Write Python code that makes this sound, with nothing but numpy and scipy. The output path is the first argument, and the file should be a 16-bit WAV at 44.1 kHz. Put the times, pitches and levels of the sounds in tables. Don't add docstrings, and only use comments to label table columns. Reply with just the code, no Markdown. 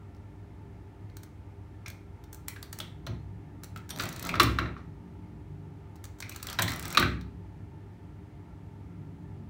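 import sys
import numpy as np
from scipy import signal
from scipy.fft import rfft, irfft, next_fast_len
from scipy.io import wavfile
from scipy.ndimage import uniform_filter1d

SR = 44100
rng = np.random.default_rng(int(sys.argv[2]) if len(sys.argv) > 2 else 0)


def waveform_to_disk(signal):
    frames = np.transpose(np.atleast_2d(signal))
    scaled = np.clip(frames, -1, 1) * 32767
    samples = np.round(scaled).astype(np.int16)
    wavfile.write(sys.argv[1], SR, samples)


N = 418548


def amp(db):
    return 10 ** (np.asarray(db) / 20)


def unit(x):
    return x / np.sqrt(np.mean(x ** 2) + 1e-20)


def crest(x):
    return x / np.sqrt(uniform_filter1d(x ** 2, size=88).max() + 1e-20)


def read(points, hz):
    f, value = np.transpose(points)
    return np.interp(np.log(hz + 1), np.log(f), value)


def seconds(length):
    return np.arange(int(length * SR)) / SR


def fader(points):
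    return amp(np.interp(np.arange(N) / SR, *np.transpose(points)))


def add(mix, s, sound):
    part = mix[max(round(s * SR), 0):][:len(sound)]
    part += sound[:len(part)]


def colour(x, spectrum):
    size = next_fast_len(len(x) + 2048, True)
    gain = amp(read(spectrum, np.fft.rfftfreq(size, 1 / SR)))
    return irfft(rfft(x, size) * gain, size)[:len(x)]


def drift(rate_hz):
    size = next_fast_len(N, True)
    rolloff = 1 + (np.fft.rfftfreq(size, 1 / SR) / rate_hz) ** 4
    return unit(irfft(rfft(rng.standard_normal(size)) / rolloff, size)[:N])


def ring(hz, db, t60, t):
    phase = 2 * np.pi * rng.random((len(hz), 1))
    decay = amp(db[:, None] - 60 * t / t60[:, None])
    return (decay * np.sin(2 * np.pi * hz[:, None] * t + phase)).sum(0)


def burst(shape):
    phase = np.angle(rfft(rng.standard_normal(len(shape)) * shape))
    return irfft(np.exp(1j * phase), len(shape)) * shape ** .3


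def resonate(x, peaks):
    f = np.fft.rfftfreq(len(x), 1 / SR)
    gain = sum(amp(db) / (1 + ((f - hz) / (width / 2)) ** 2) for hz, width, db in peaks)
    return unit(irfft(rfft(x) * gain, len(x)))


def resonant_bed(peaks):
    return resonate(rng.standard_normal(next_fast_len(N, True)), peaks)[:N]


def grit(count, spread_db):
    sign, size = rng.standard_normal((2, count))
    return sign * amp(spread_db * np.clip(size, -2.5, 2.5))


def scatter(per_s, spread_db):
    return (rng.random(N) < per_s / SR) * amp(spread_db * np.minimum(rng.exponential(1, N), 3))


# (centre [Hz], width [Hz], level [dB])
WHIRR_BANDS = [(574, 26, -4), (690, 30, -3), (880, 80, 7.5), (1215, 100, -1), (1360, 63, 1.5),
               (1771, 90, -2.5), (2150, 260, -8.5)]

def whirr(flutter_db=3, flutter_hz=5):
    return unit(sum(amp(db + flutter_db * drift(flutter_hz)) * np.sqrt(width)
                    * resonant_bed([(hz, width, 0)]) for hz, width, db in WHIRR_BANDS))


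# (pitch [Hz], rms level [dB])
HUM_TONES = [(57, -59), (79, -57), (100, -50.5), (175, -66.5), (300, -62.5), (399, -64), (600, -79),
             (699, -74)]

def mains_hum(waver=0.42, wander_rad=0.63):
    t = np.arange(N) / SR
    tones = (amp(db) * (1 + waver * drift(16)) * np.sin(2 * np.pi * hz * t + wander_rad * drift(2.86))
             for hz, db in HUM_TONES)
    return np.sqrt(2) * sum(tones)


# (frequency [Hz], gain [dB])
AIR_EQ = [(28, -35.5), (41, -9), (55, -3.5), (100, -1), (125, -6), (200, -12), (330, -12), (450, -20),
          (640, -26), (900, -20.5), (1080, -30.5), (2050, -33), (4000, -43.5), (5000, -46), (6200, -47.5),
          (16000, -56.5)]
# (centre [Hz], width [Hz], level [dB])
ROOM_MODES = [(146.5, 15, 3.5), (176, 10.2, 3), (225.6, 8.2, -3.5), (277.2, 10, -7.5), (303.5, 24, -10.5),
              (356, 18, -11.5)]
# (time [s], level [dB])
RUMBLE_RIDE = [(0, -56.5), (2.4, -61), (2.9, -51), (5.7, -48.5), (6.1, -60.5), (7.3, -50.5), (8.2, -53.5),
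               (9.45, -46.5)]

def room_tone(air_db=-51, whirr_db=-67):
    hum = mains_hum()
    rumble = fader(RUMBLE_RIDE) * resonant_bed(ROOM_MODES)
    air = amp(air_db) * unit(colour(rng.standard_normal(N), AIR_EQ))
    return hum + rumble + air + amp(whirr_db) * whirr()


# (frequency [Hz], t60 [s])
REVERB_DECAY = [(100, 1), (400, 0.26), (1300, 0.36), (2200, 0.42), (4000, 0.33), (8000, 0.36),
                (15000, 0.2658)]

def reverb(send, build_s=0.00094, turns_per_s=2):
    out, angle = np.zeros(N), 2 * np.pi * turns_per_s * np.arange(N) / SR
    tail_eq = [(700, 8), (1300, 1), (2200, 3), (4000, 0.5), (9000, -4.5), (15000, -4.5)]
    for share in (np.cos(angle), np.sin(angle)):
        hz, t, bands = signal.stft(rng.standard_normal(SR), SR, nperseg=256)
        decay = amp(-60 * t / read(REVERB_DECAY, hz)[:, None])
        tail = signal.istft(bands * decay, SR)[1][:SR]
        tail *= 1 - np.exp(-seconds(1) / build_s)
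        tail = colour(tail / np.linalg.norm(tail), tail_eq)
        out += signal.oaconvolve(send * share, tail)[:N]
    return out


# (centre [Hz], width [Hz], level [dB])
DRONE_BANDS = [(167, 34, 2.5), (264.7, 24, 3), (365, 76, -10.5), (660, 300, -10.5), (950, 120, -14)]
# (time [s], level [dB])
DRONE_RIDE = [(3.85, -81.5), (3.94, -44), (4.07, -45.5), (4.199, -53), (4.3, -40.5), (4.39, -36),
              (4.5, -53), (4.7, -47.5), (4.85, -71), (6.54, -75), (6.6, -44), (6.72, -45), (6.82, -51),
              (6.95, -45.5), (7.1, -70)]

def rig_drone():
    return fader(DRONE_RIDE) * resonant_bed(DRONE_BANDS)


# (time [s], level [dB], pitch [Hz])
ROTOR_THUMPS = [(3.072, -27.5, 112), (4.46, -26, 45)]

def jolts(knock_share_db=-8.5, knock_hz=190):
    slams = [(s, db, hz) for s, _, _, _, _, db, hz, *_ in DRIVE_SLAMS]
    knocks = [(s, db + knock_share_db, knock_hz) for s, db, *_ in CHAIN_KNOCKS]
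    return ROTOR_THUMPS + slams + knocks


# (pitch [Hz], level [dB], t60 [s])
BENCH_MODES = [(65.6, 0.5, 1.0), (84, -6, 0.64), (103.7, 2, 0.74), (119.7, -3.5, 0.51), (177.5, -6, 1),
               (232, -8.5, 0.73), (262, -5.5, 0.63), (309, -6.5, 0.47), (353.2, 3, 0.293), (384, -23, 0.64),
               (539.5, -15.5, 0.24), (599, -8, 0.34)]
# (frequency [Hz], gain [dB])
THUD_EQ = [(35, -25), (60, -11), (115, 10), (180, -12), (330, -3.5), (600, -18), (1500, -32.5),
           (5000, -73.5)]

def bench(swell_s=0.026, thud_db=-4, thud_fall_s=0.074, db_per_octave=5):
    out, t = np.zeros(N), seconds(.8)
    hz, mode_db, t60 = np.transpose(BENCH_MODES)
    attack = 1 - np.exp(-t / swell_s)
    for s, db, jolt_hz in jolts():
        boom = crest(ring(hz, mode_db - db_per_octave * abs(np.log2(hz / jolt_hz)), t60, t))
        eq = [(f, gain - db_per_octave * abs(np.log2(f / jolt_hz))) for f, gain in THUD_EQ]
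        thud = unit(colour(rng.standard_normal(len(t)), eq)) * np.exp(-t / thud_fall_s)
        add(out, s, amp(db) * (boom + amp(thud_db) * thud) * attack)
    return out


# (time [s], level [dB], pitch factor, treble shelf from 6 kHz [dB])
CLINK_CUES = [(1.8614, -43.5, 1.54, 0), (2.629, -44, 1.18, -6), (2.801, -32.5, 0.94, -8),
              (3.067, -46, 1.25, -10), (3.905, -32.5, 0.99, 14), (3.997, -33.5, 1.35, 2),
              (4.436, -32.5, 1.1, 4), (6.224, -41.5, 1.5, 6.5), (6.486, -35, 0.93, -1.5),
              (6.624, -27.5, 0.96, 2)]
# (centre [Hz], width [Hz], level [dB])
STEEL_BANDS = [(1449, 2000, -12), (3380, 440, -7.5), (3640, 389, -4), (4440, 550, -11.5),
               (5750, 300, -11.5), (9115, 550, -18), (12400, 1200, -23.5)]

def clinks(trim_db=-1, rise_s=0.00047, fall_s=.006, ring_db=-22, ring_fall_s=0.01623):
    out, t = np.zeros(N), seconds(.2)
    shape = np.exp(-t / fall_s) + amp(ring_db) * np.exp(-t / ring_fall_s)
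    fades = (1 - np.exp(-t / rise_s)) * (1 - t / t[-1]) ** 2
    for s, db, pitch, bright_db in CLINK_CUES:
        bands = [(hz * pitch, width, gain) for hz, width, gain in STEEL_BANDS]
        chatter = resonate(burst(shape), bands) * fades
        add(out, s, amp(db + trim_db) * crest(colour(chatter, [(4500, 0), (6000, bright_db)])))
    return out


# (pitch [Hz], level [dB])
PLATE_TONES = [(1280, 0.5), (2000, -3), (2400, -4.5), (4000, -6), (5600, -3.5), (7600, -11), (9000, -16)]

def side_plates(per_s=420, relative_width=0.12, fall_s=0.0053):
    out, t = np.zeros(N), seconds(.04)
    hits = scatter(per_s, spread_db=-3)
    struck = rng.integers(0, len(PLATE_TONES), N)
    for k, (hz, db) in enumerate(PLATE_TONES):
        clack = resonate(burst(np.exp(-t / fall_s)), [(hz, relative_width * hz, 0)]) * (1 - t / t[-1])
        out += amp(db) * signal.oaconvolve(hits * (struck == k), clack)[:N]
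    return unit(out)


def chain_envelope(top_db=-36, top_teeth_per_s=52.3, db_per_doubling=9.5, slack_s=0.013,
                   shake_db=-51.5, blow_ref_db=-28.5, growth=0.41, rise_s=0.0043, fall_s=0.04):
    pace = np.minimum(sum(spin_speeds()) / top_teeth_per_s, 1)
    driven = amp(top_db + db_per_doubling * np.log2(pace + 1e-9))
    keep = np.exp(-1 / (slack_s * SR))
    power = signal.lfilter([1 - keep], [1, -keep], driven) ** 2
    t = seconds(.5)
    shake = (1 - np.exp(-t / rise_s)) * np.exp(-t / fall_s)
    for s, db, *_ in DRIVE_SLAMS + CHAIN_KNOCKS + CLINK_CUES:
        add(power, s, (amp(shake_db + growth * (db - blow_ref_db)) * shake) ** 2)
    return np.sqrt(power)


# (frequency [Hz], gain [dB])
RATTLE_EQ = [(150, 8.5), (350, -0.5), (520, -4), (850, -6), (1250, 6), (1650, -0.5), (2000, -4), (3000, -8),
             (4000, -1.5), (4800, -10.5), (5900, -11), (7500, -20.5), (10000, -32.5), (16000, -33.5)]

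def chain(trim_db=-5, links_per_s=400, rub=.05, seat_s=0.0042, frame_db=-20, plates_db=-8):
    seats = scatter(links_per_s, spread_db=4)
    seating = signal.lfilter([1], [1, -np.exp(-1 / (seat_s * SR))], seats)
    clacks = unit((seating + rub) * rng.standard_normal(N))
    rattle = unit(colour(clacks, RATTLE_EQ))
    ringing = amp(frame_db) * signal.oaconvolve(clacks, frame_ring())[:N]
    return amp(trim_db) * chain_envelope() * (rattle + ringing + amp(plates_db) * side_plates())


# (time [s], speed [teeth/s])
FIRST_SPIN = [(3.9868, 30.9), (4.0178, 79.92), (4.0723, 24.84), (4.2302, 32.88), (4.253, 56.7),
              (4.3, 38.19)]
# (time [s], speed [teeth/s])
RUN_UP = [(6.2033, 8.5), (6.3334, 15.67), (6.4441, 14.36), (6.4472, 30.92), (6.545, 36.11)]
# (time [s], speed [teeth/s])
FLUNG_SPIN = [(6.6807, 94.53), (6.766, 26.85), (6.9373, 46.96), (6.96, 42.1)]

def spin_speeds():
    t = np.arange(N) / SR
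    return [np.interp(t, *np.transpose(spin), 0, 0) for spin in (FIRST_SPIN, RUN_UP, FLUNG_SPIN)]


# (time [s], level [dB], body [dB], second pawl's lag [s], hub pitch [Hz], hub ring [dB])
TICK_CUES = [(0.1476, -65, 1, 0.018, 5400, -2), (1.0984, -68, 13, 0, 4000, -6),
             (1.1687, -38.5, -12.5, .0644, 4300, -16), (1.8806, -36, -8, .0205, 5700, -31),
             (2.2387, -52.5, -1, 0.00091, 7800, -16), (2.3289, -35, -20, .0165, 15000, -9),
             (2.4826, -26.5, -15.5, 0.00031, 8000, -10.5), (2.6274, -33, -22, 0, 4300, -12),
             (2.7283, -32.5, -13, 0, 4530, -15), (2.7875, -32.5, -9.5, 0.015, 8600, -13),
             (3.066, -44, 9, 0.0044, 3860, -5.5), (3.6348, -35.5, -10.5, 0.0077, 5700, -18),
             (3.7608, -44.5, -2.5, 0.013, 7800, -24), (3.8922, -38, -7, 0.0086, 15000, -10),
             (3.9607, -43, 8, 0.014, 13100, -4.5), (4.417, -31.5, -13.5, 0.0033, 9000, -9.5),
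             (5.9567, -53.5, -3, 0.0048, 7800, -23), (6.0413, -36.5, -11, 0.012, 7600, -18),
             (6.186, -53, -5, .004, 7800, -14), (6.3225, -43.5, -4, 0.024, 5700, -10.5),
             (6.4275, -33, -13, 0, 12500, -22), (6.6195, -28, -15.5, 0.009, 7800, -8),
             (7.2107, -51.5, 3, 0.0043, 4050, -3)]
HUB_TONES = [4300, 5700, 7800, 9000, 12500, 15000]

def pawl_drops(second_pawl_db=-2, tooth_db=-32.5, tooth_body_db=-10.5, tooth_ring_db=-13,
               jerk_body_db=-8, recoil_body_db=-14, slam_hub_hz=14600, slam_ring_db=-10.5):
    drops = []
    for s, db, body_db, lag, *hub in TICK_CUES:
        drops += [(s, db, body_db, *hub), (s + lag, db + second_pawl_db, body_db, *hub)]
    for speed in spin_speeds():
        teeth_passed = np.ceil(np.cumsum(speed) / SR)
        times = np.flatnonzero(np.diff(teeth_passed)) / SR
        spread_db = rng.standard_normal((len(times), 2)) * (1.5, 3.5)
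        for s, (louder, fuller), hz in zip(times, spread_db, rng.choice(HUB_TONES, len(times))):
            drops.append((s, tooth_db + louder, tooth_body_db + fuller, hz, tooth_ring_db))
    for s, *_, jerk_db, recoil_s, snap_db in DRIVE_SLAMS:
        drops += [(s + REBOUND_S, jerk_db, jerk_body_db, slam_hub_hz, slam_ring_db),
                  (s + recoil_s, snap_db, recoil_body_db, slam_hub_hz, slam_ring_db)]
    return drops


# (frequency [Hz], gain [dB])
SNAP_EQ = [(500, -4.5), (1500, 7.5), (2900, -3), (4300, 4.5), (5000, -1.5), (5800, 2.5), (6800, -1),
           (8000, -3), (10400, -8.5), (12500, -5), (14000, -8), (15300, -1.5), (16000, -4.5)]

def pawls(trim_db=-1, delay_s=.0008, rise_s=.0005, fall_s=0.002, buzz_db=-19, buzz_s=0.018,
          lead_in_db=-19, body_share=0.62, hub_width_hz=1300, hub_fall_s=.0018):
    out, t = np.zeros(N), seconds(.05) - .007
    since = np.maximum(t, 0)
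    attack = np.exp(np.minimum(t, 0) / rise_s)
    decay = np.exp(-since / fall_s) + amp(buzz_db) * np.exp(-since / buzz_s)
    shape = attack * decay + amp(lead_in_db) * np.exp(-abs(t) / .003)
    hub_shape = (t > 0) * np.exp(-since / hub_fall_s)
    for s, db, body_db, hub_hz, ring_db in pawl_drops():
        snap = crest(colour(grit(len(t), spread_db=5), SNAP_EQ) * shape)
        snap = colour(snap, [(4500, body_share * body_db), (8000, 0)])
        ping = crest(resonate(burst(hub_shape), [(hub_hz, hub_width_hz, 0)]))
        add(out, s + t[0] + delay_s, amp(db + trim_db) * (snap + amp(ring_db) * ping))
    return out


# (pitch [Hz], level [dB], t60 [s])
FRAME_MODES = [(1050, -6, .1), (1131, -2, .13), (1208, -4, .1), (1308, -3, .09), (1345, -6, .07),
               (1395, -6, .08), (1450, -6, .1), (1571, -6, .14), (1647, -7, .1), (1752, -9, .1),
               (1926, -5, .19), (2190, -8, .08), (2415, -2, .1), (2741, -9, .12), (3250, -12, .08),
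               (3680, -13, .07), (3905, -4, .09), (3972, -1, .09), (4090, -8, .07), (4315, -10, .06),
               (5315, -12, .04)]

def frame_ring(damping=1, place_db=2, detune=.015):
    hz, db, t60 = np.transpose(FRAME_MODES)
    place, pull = rng.standard_normal((2, len(hz)))
    tap = ring(hz * (1 + detune * pull), db + place_db * place, t60 / damping, seconds(.16))
    return tap / np.linalg.norm(tap)


# (time [s], level [dB], hardness near 4 kHz [dB], struck part's pitch [Hz])
CHAIN_KNOCKS = [(1.8595, -38, -5, 2240), (2.482, -41.5, -2, 2250), (2.561, -44, -9, 1620),
                (2.629, -48, -21, 1280), (2.73, -49.5, 0, 1630), (2.801, -40.5, 4, 1320),
                (3.0665, -37, -18, 650), (3.071, -42, -12, 950), (3.76, -37, -9.5, 1310),
                (3.996, -26.5, -5, 1353), (4.036, -37, -13, 660), (4.2908, -29.5, -5.5, 2420),
                (4.34, -22, -14, 1300), (4.354, -30, -5.5, 1380), (4.5862, -17, -13, 1214),
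                (4.657, -30.5, -25, 1320), (4.765, -38, -24, 1210), (6.2239, -36, -6, 2230),
                (6.315, -40.5, -10, 2400), (6.59, -23.5, -20, 1000), (6.6, -27, -34, 616),
                (6.6779, -29, -0.5, 1950), (6.948, -27.5, -10, 2430), (7.0251, -19, -12, 1390)]
# (time [s], level [dB], hardness [dB], struck part's pitch [Hz],
# rebound pitch [Hz], bench jolt [dB], jolt pitch [Hz], pawl jerk [dB], recoil lag [s], recoil snap [dB])
DRIVE_SLAMS = [(4.3979, -10, -3.5, 1214, 1329, -19, 290, -22, 0.0335, -19),
               (6.5875, -23, 0, 1606, 736, -27.5, 115.6, -26, 0.034, -18.5),
               (6.972, -11.5, -5, 1170, 1310, -19.5, 202, -32, 0.0255, -22.5)]
REBOUND_S = .0062

def blows(rebound_db=-6.5, rebound_hard_db=-13.5, recoil_db=-35, recoil_hard_db=-10.5, recoil_hz=2225):
    hits = list(CHAIN_KNOCKS)
    for s, db, hard_db, hz, rebound_hz, *_, recoil_s, _ in DRIVE_SLAMS:
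        hits += [(s, db, hard_db, hz),
                 (s + REBOUND_S, db + rebound_db, rebound_hard_db, rebound_hz),
                 (s + recoil_s, recoil_db, recoil_hard_db, recoil_hz)]
    return hits


# (frequency [Hz], gain [dB])
CRASH_EQ = [(100, -24), (400, -17.5), (700, -14.5), (900, -18), (1100, -10.5), (1330, -3.5), (1600, -7.5),
            (1900, -4), (2150, -8), (2400, -9), (2800, -11.5), (3150, -12.5), (3600, -9), (4000, -6),
            (4800, -17.5), (5700, -17), (6800, -25.5), (9000, -30), (16000, -30.5)]

def frame_bangs(trim_db=-0.5, part_db=3, part_octaves=0.16, hold_s=0.0025, fall_s=0.0069,
                neutral_hard_db=-7, clang_db=-4, clang_part_db=5, ring_db=-17):
    out, t = np.zeros(N), seconds(.16)
    f = np.fft.rfftfreq(len(t), 1 / SR)
    attack = 1 - np.exp(-t / .0006)
    contact = np.exp(-np.maximum(t - hold_s, 0) / fall_s)
    for s, db, hard_db, part_hz in blows():
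        part_band = np.exp(-(np.log2((f + 1) / part_hz) / part_octaves) ** 2)
        clang = frame_ring(damping=3.8)
        clang = crest(colour(clang, np.column_stack([f + 1, clang_part_db * part_band])))
        crash_db = 20 * np.log10(amp(read(CRASH_EQ, f)) + amp(part_db) * part_band)
        crash = crest(colour(burst(contact), np.column_stack([f + 1, crash_db])))
        free_ring = crest(frame_ring(damping=1.5))
        bang = crest(crash + amp(clang_db) * clang + amp(ring_db) * free_ring)
        treble_shelf = [(2000, 0.0054), (3800, hard_db - neutral_hard_db)]
        add(out, s, amp(db + trim_db) * colour(bang, treble_shelf) * attack)
    return out


def scene(tick_send_db=-6, knock_send_db=-5, chain_send_db=-5):
    ticks = pawls()
    knocks = frame_bangs() + clinks()
    links = chain()
    wet = reverb(amp(tick_send_db) * ticks + amp(knock_send_db) * knocks + amp(chain_send_db) * links)
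    return (ticks + knocks + links + wet + bench() + rig_drone() + room_tone())[None]


def record(dry, low_cut_hz=45, high_cut_hz=15900):
    low_cut = signal.butter(4, low_cut_hz, "highpass", fs=SR, output="sos")
    high_cut = signal.firwin(401, high_cut_hz, window=("kaiser", 8), fs=SR)
    return signal.oaconvolve(signal.sosfilt(low_cut, dry), high_cut[None], "same")


dry = scene()
out = record(dry)
waveform_to_disk(out)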